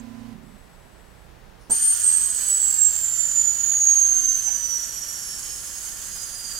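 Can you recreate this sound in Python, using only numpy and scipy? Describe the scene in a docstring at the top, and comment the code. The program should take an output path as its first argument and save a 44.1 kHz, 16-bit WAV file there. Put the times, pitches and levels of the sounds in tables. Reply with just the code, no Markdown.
"""Compressed air vents through a narrow port: a hiss of jet noise coloured by the casing, with a whistle that
falls with the pressure, bends towards casing resonances and at times beats with a twin tone. Before it a small
pump in the bench instrument whirrs and stops; a second later a valve thumps open. Recorded close in a quiet
laboratory with a low fan hum, on a microphone with two ports: the right one is nearer to the vent and takes
most of the bass. Two faint seeps of air and a brief creak are heard too."""
import sys
import numpy as np
from scipy import signal
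from scipy.fft import rfft, irfft, next_fast_len
from scipy.io import wavfile

SR = 44100
rng = np.random.default_rng(int(sys.argv[2]) if len(sys.argv) > 2 else 0)


def convert_level_to_amplitude(level_db):
    """Map a level in decibels to its linear amplitude factor."""
    exponent = np.asarray(level_db, float) / 20
    return 10 ** exponent


def log_audio(samples):
    """Write samples as a 16-bit WAV file to the path given in sys.argv[1]."""
    # one column per channel
    frames = np.atleast_2d(samples).T
    # limit to full scale, then quantise
    limited = np.clip(frames, -1, 1)
    pcm = np.round(limited * 32767).astype(np.int16)
    wavfile.write(sys.argv[1], SR, pcm)


N = 290663
OPEN_S = 1.697  # the valve opens
EDGE_HZ = 15900  # upper limit of the microphone's band


def evened(x):
    """Scales to rms 1."""
    return x / np.sqrt(np.mean(x ** 2) + 1e-20)


def curve(rows):
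    """Columns of a table as curves over time."""
    s, *columns = np.transpose(rows)
    t = np.arange(N) / SR
    return np.array([np.interp(t, s, column) for column in columns])


def read(points, hz):
    """Columns of a table on a log-frequency axis."""
    f, *columns = np.transpose(points)
    return np.array([np.interp(np.log(hz + 1), np.log(f + 1), column) for column in columns])


def shaped(x, gain):
    """Filters by a gain given as a function of Hz."""
    size = 2 * next_fast_len(N // 2 + 1)
    hz = np.fft.rfftfreq(size, 1 / SR)
    return irfft(rfft(x, size) * gain(hz), size)[..., :N]


def causal(gain):
    """Adds the phase that makes a resonant gain ring after the sound, not before."""
    cepstrum = irfft(np.log(gain + 1e-5))
    half = cepstrum.shape[-1] // 2
    start, early, late = cepstrum[..., :1], cepstrum[..., 1:half], cepstrum[..., half:]
    folded = np.concatenate([start, 2 * early, 0 * late], axis=-1)
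    return np.exp(rfft(folded))


def wander(hz):
    """Slow chance, rms 1, up to about hz."""
    return evened(shaped(rng.standard_normal(N), lambda f: 1 / (1 + (f / hz) ** 2)))


def bell(f, hz, width, power=2):
    """Resonance curve: 1 at hz, falling to a half at either end of its width."""
    return 1 / (1 + (2 * (f - hz) / width) ** power)


def peaks(rows):
    """Noise in a few resonances, rms 1."""
    def gain(f):
        return sum(convert_level_to_amplitude(db) * bell(f, hz, width) for hz, width, db in rows)
    return evened(shaped(rng.standard_normal(N), gain))


# Level balance of the two microphone ports.
# Each row: frequency in Hz, left minus right in dB.
PORT_BALANCE = [(60, -20.5), (110, -21), (200, -12.5), (380, -4.5), (700, -2.5), (1290, 2), (2380, 3),
                (4400, 2.5), (8120, -3.5), (15000, -15)]


def ports(x):
    """Splits a sound over the two ports with their bass imbalance."""
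    def gain(f):
        sides = convert_level_to_amplitude(np.array([[.5], [-.5]]) * read(PORT_BALANCE, f))
        return sides * 2 / sides.sum(0)
    return shaped(x, gain)


def room(x, t60, wet_db):
    """Direct sound plus a decaying tail of sparse taps, other taps at each port; power kept."""
    at = np.arange(60, SR // 2, 20)
    places = at + rng.integers(0, 20, (2, len(at)))
    taps = rng.choice([-1., 1.], (2, len(at))) * convert_level_to_amplitude(-60 * at / SR / t60)
    tail = np.zeros((2, SR // 2 + 20))
    np.put_along_axis(tail, places, taps, 1)
    tail *= convert_level_to_amplitude(wet_db) / np.linalg.norm(tail[0])
    tail[:, 0] = 1  # direct sound
    both = x * np.ones((2, 1))
    return signal.fftconvolve(both, tail, axes=1)[:, :N] / np.sqrt(1 + convert_level_to_amplitude(2 * wet_db))


# Pump shaft slowing to a stop.
# Each row: time in seconds, speed in turns per second, level in dB before the port levels.
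PUMP_RUN = [(0, 28.8, -41), (.33, 28.8, -41), (.4, 26, -46), (.47, 22, -48), (.55, 17, -52), (.65, 12, -70)]
# Tones at multiples of the shaft speed.
# Each row: multiple of the shaft speed, relative level in dB.
SHAFT_ORDERS = [(4, -9), (6, -32), (7, -19), (8, 0.5), (9, -4.5), (12, -24.5), (16, -21.5), (24, -24.5),
                (35, -18.5)]
# Mount resonances that the slowing pump shakes.
# Each row: frequency in Hz, width in Hz, relative level in dB.
MOUNT_PEAKS = [(150, 47, -4), (209, 30, 3), (258, 28, -3.5), (377, 60, -12.5)]


def pump():
    """Shaft orders and whirr while it runs; as it coasts down, a rattle in the mount."""
    stroke_turns = .37  # shaft angle of the piston stroke
    speed, level_db = curve(PUMP_RUN)
    turns = np.cumsum(speed) / SR - stroke_turns
    running = np.clip(speed / PUMP_RUN[0][1], 0, 1) ** 30  # drops soon after the speed does
    orders = evened(sum(convert_level_to_amplitude(db) * np.cos(2 * np.pi * k * turns) for k, db in SHAFT_ORDERS))
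    whirr = convert_level_to_amplitude(-16.5) * peaks([(500, 3300, 0), (2470, 17000, -8)])
    strokes = 1 + 0.2 * np.cos(2 * np.pi * turns)
    rattle = strokes * peaks(MOUNT_PEAKS)
    x = convert_level_to_amplitude(level_db) * (running * (orders + whirr) + np.sqrt(1 - running ** 2) * rattle)
    turning = level_db > PUMP_RUN[-1][2]
    return x * convert_level_to_amplitude([[-14], [5]]) * turning  # left and right port levels in dB


# Spectrum of the room's air noise.
# Each row: frequency in Hz, relative level in dB per Hz.
AIR_SPECTRUM = [(15, -32), (25, -3.5), (52, -3.5), (92, -19), (130, -11.5), (236, -15.5), (503, -16),
                (714, -18.5), (796, -17), (1070, -20.5), (1890, -23.5), (2280, -27), (16000, -42.5)]
# How alike the air noise is at the two ports.
# Each row: frequency in Hz, left-right likeness from 0 to 1.
LIKENESS = [(40, 0.98), (130, 0.44), (290, 0.072), (3770, 0.39), (15000, 0.26)]
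# Fan tones, heard low in the laboratory.
# Each row: frequency in Hz, middle level in dB rms before the port balance.
FAN_TONES = [(29, -62.5), (43, -62.5), (58, -59), (86, -62.5), (118, -65), (172, -68), (204, -72.5)]


def floor():
    """Room air, partly shared by the ports, and wavering fan tones."""
    a, b = rng.standard_normal((2, N))

    def alike(f):
        return np.clip(read(LIKENESS, f)[0], 0, 1)
    shared = shaped(a, alike)
    apart = shaped(b, lambda f: np.sqrt(1 - alike(f) ** 2))
    air = evened(shaped(np.array([shared + apart, a]), lambda f: convert_level_to_amplitude(read(AIR_SPECTRUM, f))))
    t = np.arange(N) / SR
    hum = np.zeros(N)
    for hz, db in FAN_TONES:
        tone = np.sqrt(2) * np.sin(2 * np.pi * hz * t + wander(1))
        hum += convert_level_to_amplitude(db + 2 * wander(2)) * tone
    return ports(convert_level_to_amplitude(-50) * air + hum)


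def resonant_noise(levels, resonances):
    """Noise in resonances under a level curve, heard in the room."""
    return room(convert_level_to_amplitude(curve(levels)[0]) * peaks(resonances), t60=0.36, wet_db=-5)


# Thin seep of air while sampling.
# Each row: time in seconds, level in dB rms.
SEEP_LEVELS = [(.38, -97), (.44, -65), (.52, -66.5), (1.26, -67.5), (1.29, -97)]
# Its resonances. Each row: frequency in Hz, width in Hz, relative level in dB.
SEEP_RESONANCES = [(7940, 470, 2), (11000, 2800, -9)]


def seep():
    """A thin leak of air: high resonant noise."""
    return resonant_noise(SEEP_LEVELS, SEEP_RESONANCES)


# Louder seep as the valve starts to lift.
# Each row: time in seconds, level in dB rms.
LIFT_LEVELS = [(1.57, -90), (1.61, -59), (1.7, -67), (1.71, -88)]
# Its resonances. Each row: frequency in Hz, width in Hz, relative level in dB.
LIFT_RESONANCES = [(5470, 1630, 0), (9700, 770, 0)]


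def lift():
    """Air leaking past the lifting valve: resonant noise just before the thump."""
    return resonant_noise(LIFT_LEVELS, LIFT_RESONANCES)


# The valve slams open and bounces.
# Each row: start in seconds, level in dB of the ring's peak before room and port balance.
VALVE_KNOCKS = [(1.6965, -30), (1.7, -22), (1.714, -27.5), (1.726, -34)]
# Panel modes that each blow rings.
# Each row: frequency in Hz, relative level in dB, 60 dB decay time in seconds.
PANEL_MODES = [(215, 1, .04), (380, -3, .022), (530, 2, .022), (640, -4, .02), (780, -6, .02)]


def knocks():
    """Each blow rings the panel modes and rattles briefly."""
    out = np.zeros(N)
    t = np.arange(SR // 5) / SR
    ring = sum(convert_level_to_amplitude(db - 60 * t / t60) * np.sin(2 * np.pi * hz * t) for hz, db, t60 in PANEL_MODES)
    ring = ring / abs(ring).max()
    band = signal.butter(2, [250, 900], "band", fs=SR, output="sos")
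    rattle_gain = convert_level_to_amplitude(-9.5 - 60 * t / 0.083)
    for start_s, db in VALVE_KNOCKS:
        rattle = evened(signal.sosfilt(band, rng.standard_normal(len(t))))
        out[round(start_s * SR):][:len(t)] += convert_level_to_amplitude(db) * (ring + rattle_gain * rattle)
    return ports(room(out, t60=0.25, wet_db=-4))


# Broad colour of the hiss at each port.
# Each row: frequency in Hz, left and right relative level in dB.
HISS_COLOUR = [(704, -27.5, -20.5), (1380, -23.5, -11), (2360, -26, -21), (4000, -26, -21.5),
               (4650, -25, -16.5), (5440, -25, -17.5), (6440, -16, -6.5), (7760, -16, -13.5),
               (7500, -19, -14.5), (10480, -24, -23.5), (12300, -24, -17.5), (13400, -40, -36.5),
               (14830, -38, -19), (15900, -42, -34)]
# Narrow resonances of casing and tubing.
# Each row: frequency in Hz, width in Hz, left boost in dB, right boost in dB.
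CASING_RINGS = [(1669, 80, 6.0, 6.4), (1787, 80, 0.4, 5.0), (3058, 200, 9.4, 7.8), (3208, 50, 1.6, 5.2),
                (4360, 130, 4.9, 3.3), (4490, 50, 4.7, 3.9), (4662, 80, 6.3, 4.5), (4748, 50, 4.7, 4.7),
                (6406, 80, 5.1, 2.0), (6557, 80, 8.3, 9.4), (7052, 80, 4.7, 4.9), (7214, 80, 1.6, 8.8),
                (7526, 50, 5.0, 11.1), (7666, 50, 6.5, 7.2), (7806, 50, 4.0, 4.9), (8398, 80, 9.8, 13.8),
                (8484, 80, 1.8, 4.6), (8699, 50, 9.2, 10.4), (9227, 130, 4.4, 4.6), (9550, 80, 7.1, 5.8),
                (9722, 130, 7.3, 8.4), (9862, 80, 2.5, 3.9), (10541, 130, 4.4, 0.9), (10950, 320, 6.7, 0.6),
                (11262, 80, 7.4, 2.8), (12177, 50, 2.4, 5.8), (12339, 50, 3.2, 4.7)]


def hiss():
    """Turbulent jet noise, brighter while the pressure is high, ringing the casing."""
    late_db, surge_db, drain_s = -34, 3, 2.05  # before colouring: the jet starts high and sags
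    rise_s = .005
    t = np.arange(N) / SR - OPEN_S
    above_db = surge_db * np.exp(-np.maximum(t, 0) / drain_s)
    flutter_db = 1.0 * wander(50) + 1.0 * wander(320) + 0.39 * wander(6)
    noise = rng.standard_normal(N) * convert_level_to_amplitude(flutter_db)
    bright = shaped(noise, lambda f: f ** 2 / (f ** 2 + 4820.0 ** 2))
    opening = np.clip(t / rise_s, 0, 1) ** 2
    jet = convert_level_to_amplitude(late_db + above_db) * (noise + convert_level_to_amplitude(2.35 * above_db) * bright) * opening

    def colour(f):
        rings_db = sum(np.array([[left], [right]]) * bell(f, hz, width)
                       for hz, width, left, right in CASING_RINGS)
        low_cut = f ** 2 / (f ** 2 + 700.0 ** 2)
        return causal(convert_level_to_amplitude(read(HISS_COLOUR, f) + rings_db + 12.5) * low_cut)
    return shaped(room(jet, t60=0.34, wet_db=1.0), colour)


# Whistle pitch, snapping up as the valve opens and falling as the pressure drains.
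# Each row: time in seconds, pitch in Hz before steps and wander.
WHISTLE_PITCH = [(1.697, 7400), (1.712, 8620), (1.73, 8731), (1.77, 8754), (1.83, 8741), (1.9, 8683),
                 (2.0, 8583), (2.06, 8462), (2.3, 8119), (2.66, 7708), (2.9, 7465), (3.62, 6826),
                 (4.34, 6241), (4.7, 5936), (5.2, 5596), (5.7, 5275), (6.59, 4725)]
# Drive of the whistle between resonances.
# Each row: time in seconds, level in dB before swells and the left port's loss.
WHISTLE_DRIVE = [(1.697, -47), (1.708, -22.5), (1.74, -31.5), (1.78, -28.5), (1.83, -29.5), (2.4, -22.5),
                 (3.3, -22.5), (4.1, -29), (4.8, -32.5), (5.5, -40), (6.0, -53.5), (6.6, -36)]
# Colour that the upper harmonics meet on the way down.
# Each row: frequency in Hz, left level in dB, right level in dB, before flutter.
HARMONIC_COLOUR = [(9500, -47, -50), (9830, -45, -38.5), (10130, -55, -47), (10550, -41, -47),
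                   (11350, -41.5, -43.5), (11360, -56, -44.5), (13000, -58, -52), (14100, -60, -52),
                   (14900, -50, -38), (15700, -61, -42), (16300, -66, -50)]
# Casing resonances on which the falling tone lingers and swells. # Each row: frequency in Hz, width in Hz, left
# swell in dB, right swell in dB.
CASING_LOCKS = [(4800, 115, 2, 4), (4971, 170, -2, 6), (5700, 33, 3.4, 5), (5730, 51, 1, 4.5),
                (5910, 149, 6, 9.5), (6095, 124, 2, 13), (6273, 152, 12, 11.5), (6428, 136, 10.5, 12.5),
                (6575, 168, 14.5, 15), (6690, 75, 10, 5), (6780, 103, 0.0, 7.9), (6926, 124, -1, 4),
                (7008, 130, 7.8, 6.5), (7194, 63, -1, 5.7), (7264, 44, 3.6, 4.5), (7527, 87, 7, 13),
                (7700, 140, 6, 7.5), (7865, 100, 7.5, 6), (8206, 105, 6.0, 5), (8335, 114, 10.7, 10.3),
                (8462, 142, 16, 13), (8699, 120, 21, 13)]


def whistle():
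    """An edge tone that glides down in small steps, with a noisy skirt and at times a beating twin."""
    left_db = -8  # the left port is farther from the vent
    roughness, steadying = 0.61, 0.53  # unsteadiness of the free tone 0-1; dB it loses per dB of swell
    calm_hz, calm_span_hz = 6300, 500  # below this pitch, at low pressure, the tone thins to a clean line
    twin_hz = 78.6  # mean spacing of the second tone, just above the first
    twin_at_hz, twin_span_hz, twin_share = 8340, 126.4, 0.757  # pitch range where it beats

    pitch = curve(WHISTLE_PITCH)[0]
    swell_db = sum(np.array([[left], [right]]) * bell(pitch, hz, width, power=4)
                   for hz, width, left, right in CASING_LOCKS)
    calm = np.clip((calm_hz - pitch) / calm_span_hz, 0, 1)
    rough = roughness * convert_level_to_amplitude(-steadying * swell_db.mean(0) - 9 * calm)

    twin = twin_share * np.exp(-((pitch - twin_at_hz) / twin_span_hz) ** 4)
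    glide = pitch - .5 * twin * twin_hz  # the main tone drops by up to half the spacing, so the pair straddles the pitch curve
    pull = sum((lock - glide) * np.exp(-((lock - glide) / 45) ** 2) for lock, *_ in CASING_LOCKS)
    hz = glide + .8 * (1 - .7 * calm) * pull + 10 * wander(25)
    port_turns = 6e-5 * (glide - 5500) * np.array([[1], [0]])  # the ports differ in phase with pitch
    turns = np.cumsum(hz) / SR + port_turns

    beat = twin * np.exp(2j * np.pi * np.cumsum(twin_hz + 8 * wander(11)) / SR)
    noise = wander(84) + 1j * wander(146)
    skirt = (1 + beat + rough * noise) / np.sqrt(1 + twin ** 2 + 2 * rough ** 2)
    falter_db = 3 * calm * wander(24)  # at low pressure the tone falters
    level_db = curve(WHISTLE_DRIVE) + [[left_db], [0]] + swell_db + falter_db
    tone = convert_level_to_amplitude(level_db) * (skirt * np.exp(2j * np.pi * turns)).real

    octave = convert_level_to_amplitude(read(HARMONIC_COLOUR, 2 * pitch)) * np.cos(4 * np.pi * turns)
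    third = convert_level_to_amplitude(read(HARMONIC_COLOUR, 3 * pitch) - 15) * np.cos(6 * np.pi * turns) * (3 * hz < EDGE_HZ)
    flutter = convert_level_to_amplitude(2.6 * wander(11) + 3.3 * wander(150) - 1)
    on = np.arange(N) / SR > WHISTLE_DRIVE[0][0]
    return room(np.sqrt(2) * on * (tone + flutter * (octave + third)), t60=1.0, wet_db=-8)


# A brief creak during the venting.
# Each row: time in seconds, level in dB rms.
CREAK_LEVELS = [(4.466, -90), (4.473, -47), (4.505, -45), (4.525, -58), (4.545, -95)]
# Its resonances. Each row: frequency in Hz, width in Hz, relative level in dB.
CREAK_RESONANCES = [(810, 110, 0), (1650, 300, -10), (2330, 300, -8)]


def creak():
    """A short burst of noise in lower resonances."""
    return resonant_noise(CREAK_LEVELS, CREAK_RESONANCES)


def scene():
    """All sources at the two microphone ports."""
    return pump() + floor() + seep() + lift() + knocks() + hiss() + whistle() + creak()


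def low_pass(x):
    """Removes everything above the highest recorded frequency."""
    return signal.sosfilt(signal.butter(12, 16730, fs=SR, output="sos"), x)


def record(dry):
    """Limits the band steeply at its upper edge and finishes the mix."""
    limited = shaped(dry, lambda f: 1 / (1 + (f / EDGE_HZ) ** 400))
    return low_pass(limited)


dry = scene()
out = record(dry)
log_audio(out)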